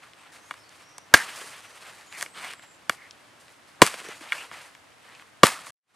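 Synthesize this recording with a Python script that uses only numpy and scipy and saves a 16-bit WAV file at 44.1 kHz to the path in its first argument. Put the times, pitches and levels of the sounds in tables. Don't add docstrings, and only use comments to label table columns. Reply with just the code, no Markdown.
import sys
import numpy as np
from scipy import signal
from scipy.fft import rfft, irfft
from scipy.io import wavfile
from scipy.ndimage import uniform_filter1d

SR = 44100
rng = np.random.default_rng(int(sys.argv[2]) if len(sys.argv) > 2 else 0)


def digitize_waveform(pressure):
    field = np.atleast_2d(pressure).T
    bounded = np.clip(field, -1, 1)
    quanta = np.round(bounded * 32767).astype(np.int16)
    wavfile.write(sys.argv[1], SR, quanta)


N = 262395
TIME = np.arange(N) / SR

# (time [s], level [dB], frequency favoured by the spot struck [Hz], emphasis there [dB],
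# thud [dB], fibre crack [dB], crushing decay [s], swish [dB], shaken litter [dB],
# first peak of the rocking after the blow [s], decay of the rocking [s])
CHOP_BLOWS = [(1.1397, 8, 1648, 13, -1.5, -18, 0.0017, -39, -22.5, .038, 0.41),
              (3.8179, -0.5, 995, 3, 5.5, -15, 0.006, -40, -22.5, .058, 0.3),
              (5.433, 1.5, 1186, 8.5, 4.5, -24, 0.0032, -48.5, -19.5, .05, 0.2)]
# (frequency [Hz], level [dB])
FIBRE_SPECTRUM = [(300, -31), (1200, -4), (2500, -2.5), (4500, -2), (6500, -2.5), (8700, -2), (11000, -8.5),
                  (13500, -16), (15500, -26)]


def amp(db):
    return 10 ** (np.asarray(db) / 20)


def unit(x):
    return x / np.sqrt(np.mean(x ** 2))


def burst(x):
    return x * np.sqrt(SR / 100 / np.sum(x ** 2))


def add(track, s, x):
    i = int(s * SR)
    track[i:i + len(x)] += x[:N - i]


def colour(x, points):
    hz, db = np.transpose(points)
    f = np.fft.rfftfreq(4096, 1 / SR)
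    log_gain = np.log(amp(np.interp(np.log(f + 1), np.log(hz), db)))
    cepstrum = irfft(log_gain)
    cepstrum[1:len(f) - 1] *= 2
    cepstrum[len(f):] = 0
    response = irfft(np.exp(rfft(cepstrum)))
    return signal.fftconvolve(x, response)[:len(x)]


def walk(rate):
    k = int(SR / rate)
    steps = np.repeat(rng.standard_normal(N // k + 1), k)
    smooth = uniform_filter1d(uniform_filter1d(steps, k), k)
    return unit(smooth[:N])


def grains(n, rate, spread_db):
    size = amp(spread_db * np.minimum(rng.exponential(size=n), 5))
    happens = rng.random(n) < rate / SR
    return unit(rng.standard_normal(n) * size * happens)


def air():
    # (frequency [Hz], level [dB])
    hush_spectrum = [(18, -50.5), (30, -18), (107, 1), (205, -4), (304, 1), (384, -4), (612, 0.5),
                     (735, -0.5), (1240, -0.5), (1410, -2.5), (2030, -3.5), (9390, -20), (11300, -24),
                     (15000, -35)]
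    hush = unit(colour(rng.standard_normal(N), hush_spectrum))
    return hush * amp(-57 + .5 * walk(6.5))


def leaves(body_db, crisp_db, rate=9000, spread_db=3.0, flicker_db=3.0, flicker_rate=70):
    # (frequency [Hz], level [dB])
    body_spectrum = [(100, -23), (300, -16), (600, -7), (1200, 1), (2000, 3), (3000, 1), (4500, -4.5),
                     (7000, -38.5)]
    # (frequency [Hz], level [dB])
    crisp_spectrum = [(2500, -15), (4500, 0), (6500, -1.5), (8700, 0.5), (11000, -5.5), (14000, -16.5),
                      (16000, -21)]
    crackle = grains(N, rate, spread_db)
    papery = np.zeros(N)
    for hz in np.geomspace(150, 7000, 20):
        fractures = crackle + grains(N, rate, spread_db)
        ringing = signal.lfilter(*signal.iirpeak(hz, 5, fs=SR), fractures)
        papery += ringing * amp(flicker_db * walk(flicker_rate)) / np.sqrt(hz)
    body = unit(colour(papery, body_spectrum)) * amp(body_db)
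    crisp = unit(colour(crackle + grains(N, rate, spread_db), crisp_spectrum))
    return body + crisp * amp(body_db + crisp_db)


def stirring():
    # (time [s], length [s], level [dB], crispness relative to it [dB])
    shift_moves = [(.02, 0.022, -53, -9), (.16, 0.11, -54.5, -14), (.315, 0.041, -51.5, -3.5),
                   (.39, 0.2, -60, -2.5), (.68, .15, -56, -6), (1.356, .025, -48.5, 4.5),
                   (1.39, 0.12, -52.5, 1.5), (1.8, 0.098, -50, -6.5), (1.9, 0.13, -55, -6.5),
                   (2.11, 0.074, -47.5, -4.5), (2.165, 0.073, -45.5, -0.5), (2.33, .18, -42, -11),
                   (2.4, 0.077, -47, -5.5), (2.62, 0.014, -49, -8.5), (2.895, 0.041, -46.5, -3.5),
                   (2.95, 0.14, -60, -11.5), (3.395, 0.017, -60.5, 2), (3.47, 0.055, -64, -0.5),
                   (3.67, 0.034, -63, -2), (4.07, 0.053, -44.5, -29), (4.2, .13, -46, -13),
                   (4.32, .11, -42, -7), (4.51, 0.085, -46.5, -10), (4.6, 0.06, -50, -4.5),
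                   (5.01, 0.21, -54, -10.5), (5.659, 0.019, -47, 0.5)]
    press_share, release_s = 0.25, 0.031
    rock_s, rock_depth_db = 0.059, 2.5

    moves = [(0, np.ones(N), -63, -5)]
    for s, *_, peak_s, rest_s in CHOP_BLOWS:
        wobble = amp(rock_depth_db * np.cos(2 * np.pi * (TIME - peak_s) / rock_s))
        moves.append((s, wobble * np.exp(-TIME / rest_s), -39, -6))
    t = TIME[:SR]
    for s, length, db, crisp_db in shift_moves:
        build_up = np.minimum(t / (press_share * length), 1)
        spring_back = np.exp(-np.maximum(t - length, 0) / release_s)
        moves.append((s, build_up * spring_back, db, crisp_db))

    body_power, crisp_power = np.zeros(N), np.zeros(N)
    for s, envelope, db, crisp_db in moves:
        add(body_power, s, (amp(db) * envelope) ** 2)
        add(crisp_power, s, (amp(db + crisp_db) * envelope) ** 2)
    return 10 * np.log10(body_power), 10 * np.log10(crisp_power / body_power)


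def rustle(splinter_db=-15.0, clump_db=1.0):
    stir_db, crisp_db = stirring()
    stir_db = stir_db + clump_db * walk(50)
    splinters = unit(colour(grains(N, 200, 2.0), FIBRE_SPECTRUM)) * amp(stir_db + splinter_db)
    return splinters + leaves(stir_db, crisp_db, rate=11000, spread_db=2.5, flicker_db=3.5)


def snaps(snap_s=0.0011, stalk_q=0.9):
    # (time [s], level [dB], stalk resonance [Hz])
    stalk_breaks = [(.032, -55.5, 2000), (0.134, -52.5, 2130), (0.6928, -55, 6000), (0.9817, -43, 6640),
                    (1.3617, -50, 5000), (1.8244, -53, 2987), (2.1257, -46, 2200), (3.1097, -45.5, 4050),
                    (3.4817, -55.5, 1973), (5.1498, -55.5, 3500), (5.1968, -48.5, 1380),
                    (5.2226, -50, 1190)]
    out, t = np.zeros(N), np.arange(SR // 20) / SR
    for s, db, hz in stalk_breaks:
        tick = colour(rng.standard_normal(len(t)) * np.exp(-t / snap_s), FIBRE_SPECTRUM)
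        stalk = signal.iirpeak(hz, stalk_q, fs=SR)
        ringing = signal.lfilter(*stalk, signal.lfilter(*stalk, tick))
        add(out, s, amp(db) * burst(ringing))
    return out


def rasp(length, first_hz, last_hz, width_hz):
    n = int(length * SR)
    lowpass = signal.butter(2, width_hz, fs=SR, output="sos")
    slow = signal.sosfilt(lowpass, rng.standard_normal((2, SR)))[:, -n:]
    phase = 2 * np.pi * np.cumsum(np.linspace(first_hz, last_hz, n)) / SR
    tone = slow[0] * np.sin(phase) + slow[1] * np.cos(phase)
    swell = np.sqrt(np.abs(np.sin(np.linspace(0, np.pi, n))))
    return unit(tone * swell)


def insects(width_hz=220):
    # (time [s], length [s], first frequency [Hz], last frequency [Hz], level [dB])
    buzz_notes = [(.16, 0.1, 8400, 8040, -71), (0.397, 0.12, 5960, 6800, -65), (.56, 0.1, 5340, 5220, -65),
                  (.61, 0.15, 4440, 4700, -66), (0.797, .28, 5530, 5850, -63.5),
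                  (1.58, 0.21, 5780, 6100, -65), (2.062, 0.094, 6800, 7230, -59.5),
                  (2.258, 0.31, 8030, 8670, -60), (2.519, 0.27, 7760, 7300, -63.5),
                  (4.046, 0.19, 6784, 6900, -64), (4.037, 0.09, 5700, 6100, -56.5)]
    out = np.zeros(N)
    for s, *shape, db in buzz_notes:
        add(out, s, amp(db) * rasp(*shape, width_hz))
    return out


def strike(db, spot_hz, spot_db, thud_db, crack_db, crush_s, spot_octaves=.3, yielding=.4):
    # (frequency [Hz], level [dB], 60 dB decay time [s])
    nut_modes = [(108.4, -19, 0.034), (131.5, -15.5, 0.029), (215, -8, 0.023), (287, -11.5, .025),
                 (334, -10, 0.026), (434, -16.5, 0.037), (535, -2, 0.016), (718, -8, 0.023),
                 (847, -8.5, 0.013), (1003, -3.5, 0.016), (1162, -2.5, 0.018), (1412, -5, 0.016),
                 (1633, -1.5, 0.016), (1870, -4.5, 0.016), (2190, 0, 0.016), (2375, -7, 0.021),
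                 (2866, -6, 0.019), (3380, -5, .017), (3860, -12.5, 0.011), (4510, -15, .016),
                 (4840, -15.5, 0.0046)]
    t = np.arange(SR // 6) / SR
    fibres = burst(grains(len(t), 30000, 0.92) * np.exp(-t / crush_s))
    force = .25 * fibres / np.sqrt(np.sum(fibres ** 2))
    force[0] += 1

    hz, mode_db, t60 = np.transpose(nut_modes)[:, :, None]
    mode_db = mode_db + spot_db * np.exp(-(np.log2(hz / spot_hz) / spot_octaves) ** 2)
    mode_db = mode_db + thud_db / (1 + (hz / 750) ** 4)
    sign = (-1) ** np.arange(len(hz))[:, None]
    ring = np.sum(sign * amp(mode_db - 60 * t / t60) * np.sin(2 * np.pi * hz * t), axis=0)
    ring *= 1 - np.exp(-t / (yielding * crush_s))
    body = burst(signal.fftconvolve(force, ring)[:len(t)])
    crack = burst(colour(fibres, FIBRE_SPECTRUM))
    return amp(db) * (body + amp(crack_db) * crack)


def taps():
    # (time [s], level [dB], frequency favoured by the spot struck [Hz], emphasis there [dB],
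    # thud [dB], fibre crack [dB], crushing decay [s])
    tap_blows = [(.509, -31, 1050, 9, -13, -19, 0.0082), (0.539, -46, 1150, 11, -22, -12, .004),
                 (.9815, -45.5, 911, 12.5, 0, -4, 0.0023), (2.8952, -18.5, 1480, 7.5, -1, -9, 0.0019),
                 (4.3211, -21.5, 2300, 9, -21.5, -19.5, 0.00076),
                 (4.3267, -28, 1390, 10, -42, -13.5, 0.0098), (4.5134, -40.5, 1150, 9, 1, -23, .0024),
                 (4.7501, -50.5, 2000, 5, -14.5, -7, .00075), (5.6673, -43, 1150, 12, -3, -16, 0.0017)]
    out = np.zeros(N)
    for s, *blow in tap_blows:
        add(out, s, strike(*blow, spot_octaves=0.47, yielding=0.26))
    return out


def chops(settle_s=0.04, shaken_crisp_db=-3, split_db=-17, split_s=0.0081, swish_s=.013):
    # (frequency [Hz], level [dB])
    swish_spectrum = [(60, -5), (400, -3.5), (1000, 0.5), (1800, -4), (4000, -25), (12000, -40.5)]
    out, shaken = np.zeros(N), np.full(N, 1e-6)
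    t = np.arange(SR // 2) / SR
    for s, *blow, swish_db, litter_db, _, _ in CHOP_BLOWS:
        swish = unit(colour(rng.standard_normal(len(t)), swish_spectrum))
        add(out, s - len(t) / SR, amp(swish_db) * swish * np.exp(-t[::-1] / swish_s))
        add(out, s, strike(*blow, spot_octaves=0.34, yielding=0.38))
        tearing = grains(len(t), 9700, 2.0) * np.exp(-t / split_s)
        add(out, s, amp(split_db) * burst(colour(tearing, FIBRE_SPECTRUM)))
        add(shaken, s, amp(litter_db) * np.exp(-t / settle_s))
    settling_db = 20 * np.log10(shaken) + 1.6 * walk(120)
    return out + leaves(settling_db, shaken_crisp_db, rate=9000, spread_db=2.5, flicker_db=0.5)


def scrapes(width_share=0.11):
    # (time [s], length [s], frequency [Hz], level [dB])
    rubs = [(1.164, 0.071, 1722, -34.5), (1.229, 0.046, 1170, -47), (1.482, 0.093, 2220, -59),
            (2.129, 0.064, 2160, -45.5), (2.406, 0.083, 2200, -47), (2.965, .12, 1982, -53.5),
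            (4.361, 0.073, 2650, -43.5), (5.455, 0.042, 1136, -36), (5.503, 0.1, 1220, -46.5)]
    out = np.zeros(N)
    for s, length, hz, db in rubs:
        add(out, s, amp(db) * rasp(length, hz, hz, width_share * hz))
    return out


def knocks(spot_db=18.5, crack_db=-10, crush_s=.0055):
    # (time [s], level [dB], frequency favoured [Hz], thud [dB])
    ground_knocks = [(1.376, -45, 610, -11), (1.413, -44, 390, -3), (1.44, -50, 423, 8),
                     (2.444, -38, 760, -16), (3.94, -35.5, 597, -12), (4.014, -48.5, 400, 4),
                     (4.048, -48, 400, 10), (4.068, -48, 394, 6), (4.086, -40, 410, 14),
                     (4.209, -44, 306, -3)]
    out = np.zeros(N)
    for s, db, hz, thud_db in ground_knocks:
        add(out, s, strike(db, hz, spot_db, thud_db, crack_db, crush_s))
    return out


def slips(spot_db=8.5, thud_db=-7.5, crush_s=.0015):
    # (time [s], level [dB], frequency favoured [Hz], fibre crack [dB])
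    blade_slips = [(2.2103, -39.5, 1900, 2.5), (2.2204, -40.5, 1100, 1), (2.2256, -31, 1700, 0),
                   (2.261, -41, 2480, -14), (2.506, -43, 1900, -22), (2.5348, -42.5, 1480, -4),
                   (2.5938, -49, 1500, -13), (3.8335, -26, 1100, -11.5), (3.8649, -31, 2000, 5),
                   (3.873, -35.5, 1200, 3), (5.4675, -28, 2220, 3)]
    out = np.zeros(N)
    for s, db, hz, crack_db in blade_slips:
        add(out, s, strike(db, hz, spot_db, thud_db, crack_db, crush_s))
    return out


def blade_ring():
    # (time [s], frequency [Hz], level [dB], 60 dB decay time [s])
    steel_mode = (2.896, 11500, -47, .16)
    out, t = np.zeros(N), np.arange(SR // 2) / SR
    s, hz, db, t60 = steel_mode
    add(out, s, amp(db - 60 * t / t60) * np.sin(2 * np.pi * hz * t))
    return out


def outdoors(x, echo_db=-27, build_s=0.0043, decay_s=0.027):
    # (frequency [Hz], level [dB])
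    echo_spectrum = [(100, -4.5), (500, -10.5), (1400, -3.5), (3000, 3.5), (10000, 5.5)]
    t = np.arange(SR) / SR
    tail = rng.standard_normal(SR) * np.exp(-t / decay_s) * (1 - np.exp(-t / build_s))
    echo = colour(tail, echo_spectrum)
    echo = echo / np.sqrt(np.sum(echo ** 2))
    return x + amp(echo_db) * signal.fftconvolve(x, echo)[:N]


def scene(air_side_db=-4):
    # (frequency [Hz], side minus mid [dB])
    side_spectrum = [(100, -30.5), (1000, -28.5), (2000, -24.5), (4000, -19), (8000, -10.5), (12000, -10),
                     (15000, -15)]
    contacts = chops() + taps() + knocks() + slips() + blade_ring() + snaps()
    work = outdoors(contacts) + scrapes()
    mid = work + rustle() + insects() + air()
    hz, db = np.transpose(side_spectrum)
    width = amp(np.interp(np.log(np.fft.rfftfreq(N, 1 / SR) + 1), np.log(hz), db))
    near_side = irfft(width * (1j * rfft(work) + rfft(rustle())), N)
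    side = near_side + amp(air_side_db) * air()
    return np.array([mid + side, mid - side])


def record(dry, low_cut_hz=55, top_hz=15500):
    # (time [s], level [dB])
    fade_points = [(0, 0), (5.706, 0), (5.709, -60), (5.82, -50), (5.9, -18), (5.95, -11)]
    low_cut = signal.butter(2, low_cut_hz, "high", fs=SR, output="sos")
    thin = signal.sosfilt(low_cut, dry)
    clipped = np.clip(thin, -.98, .98)
    faded = clipped * amp(np.interp(TIME, *np.transpose(fade_points)))
    return signal.fftconvolve(faded, signal.firwin(127, top_hz, fs=SR)[None], mode="same")


dry = scene()
out = record(dry)
digitize_waveform(out)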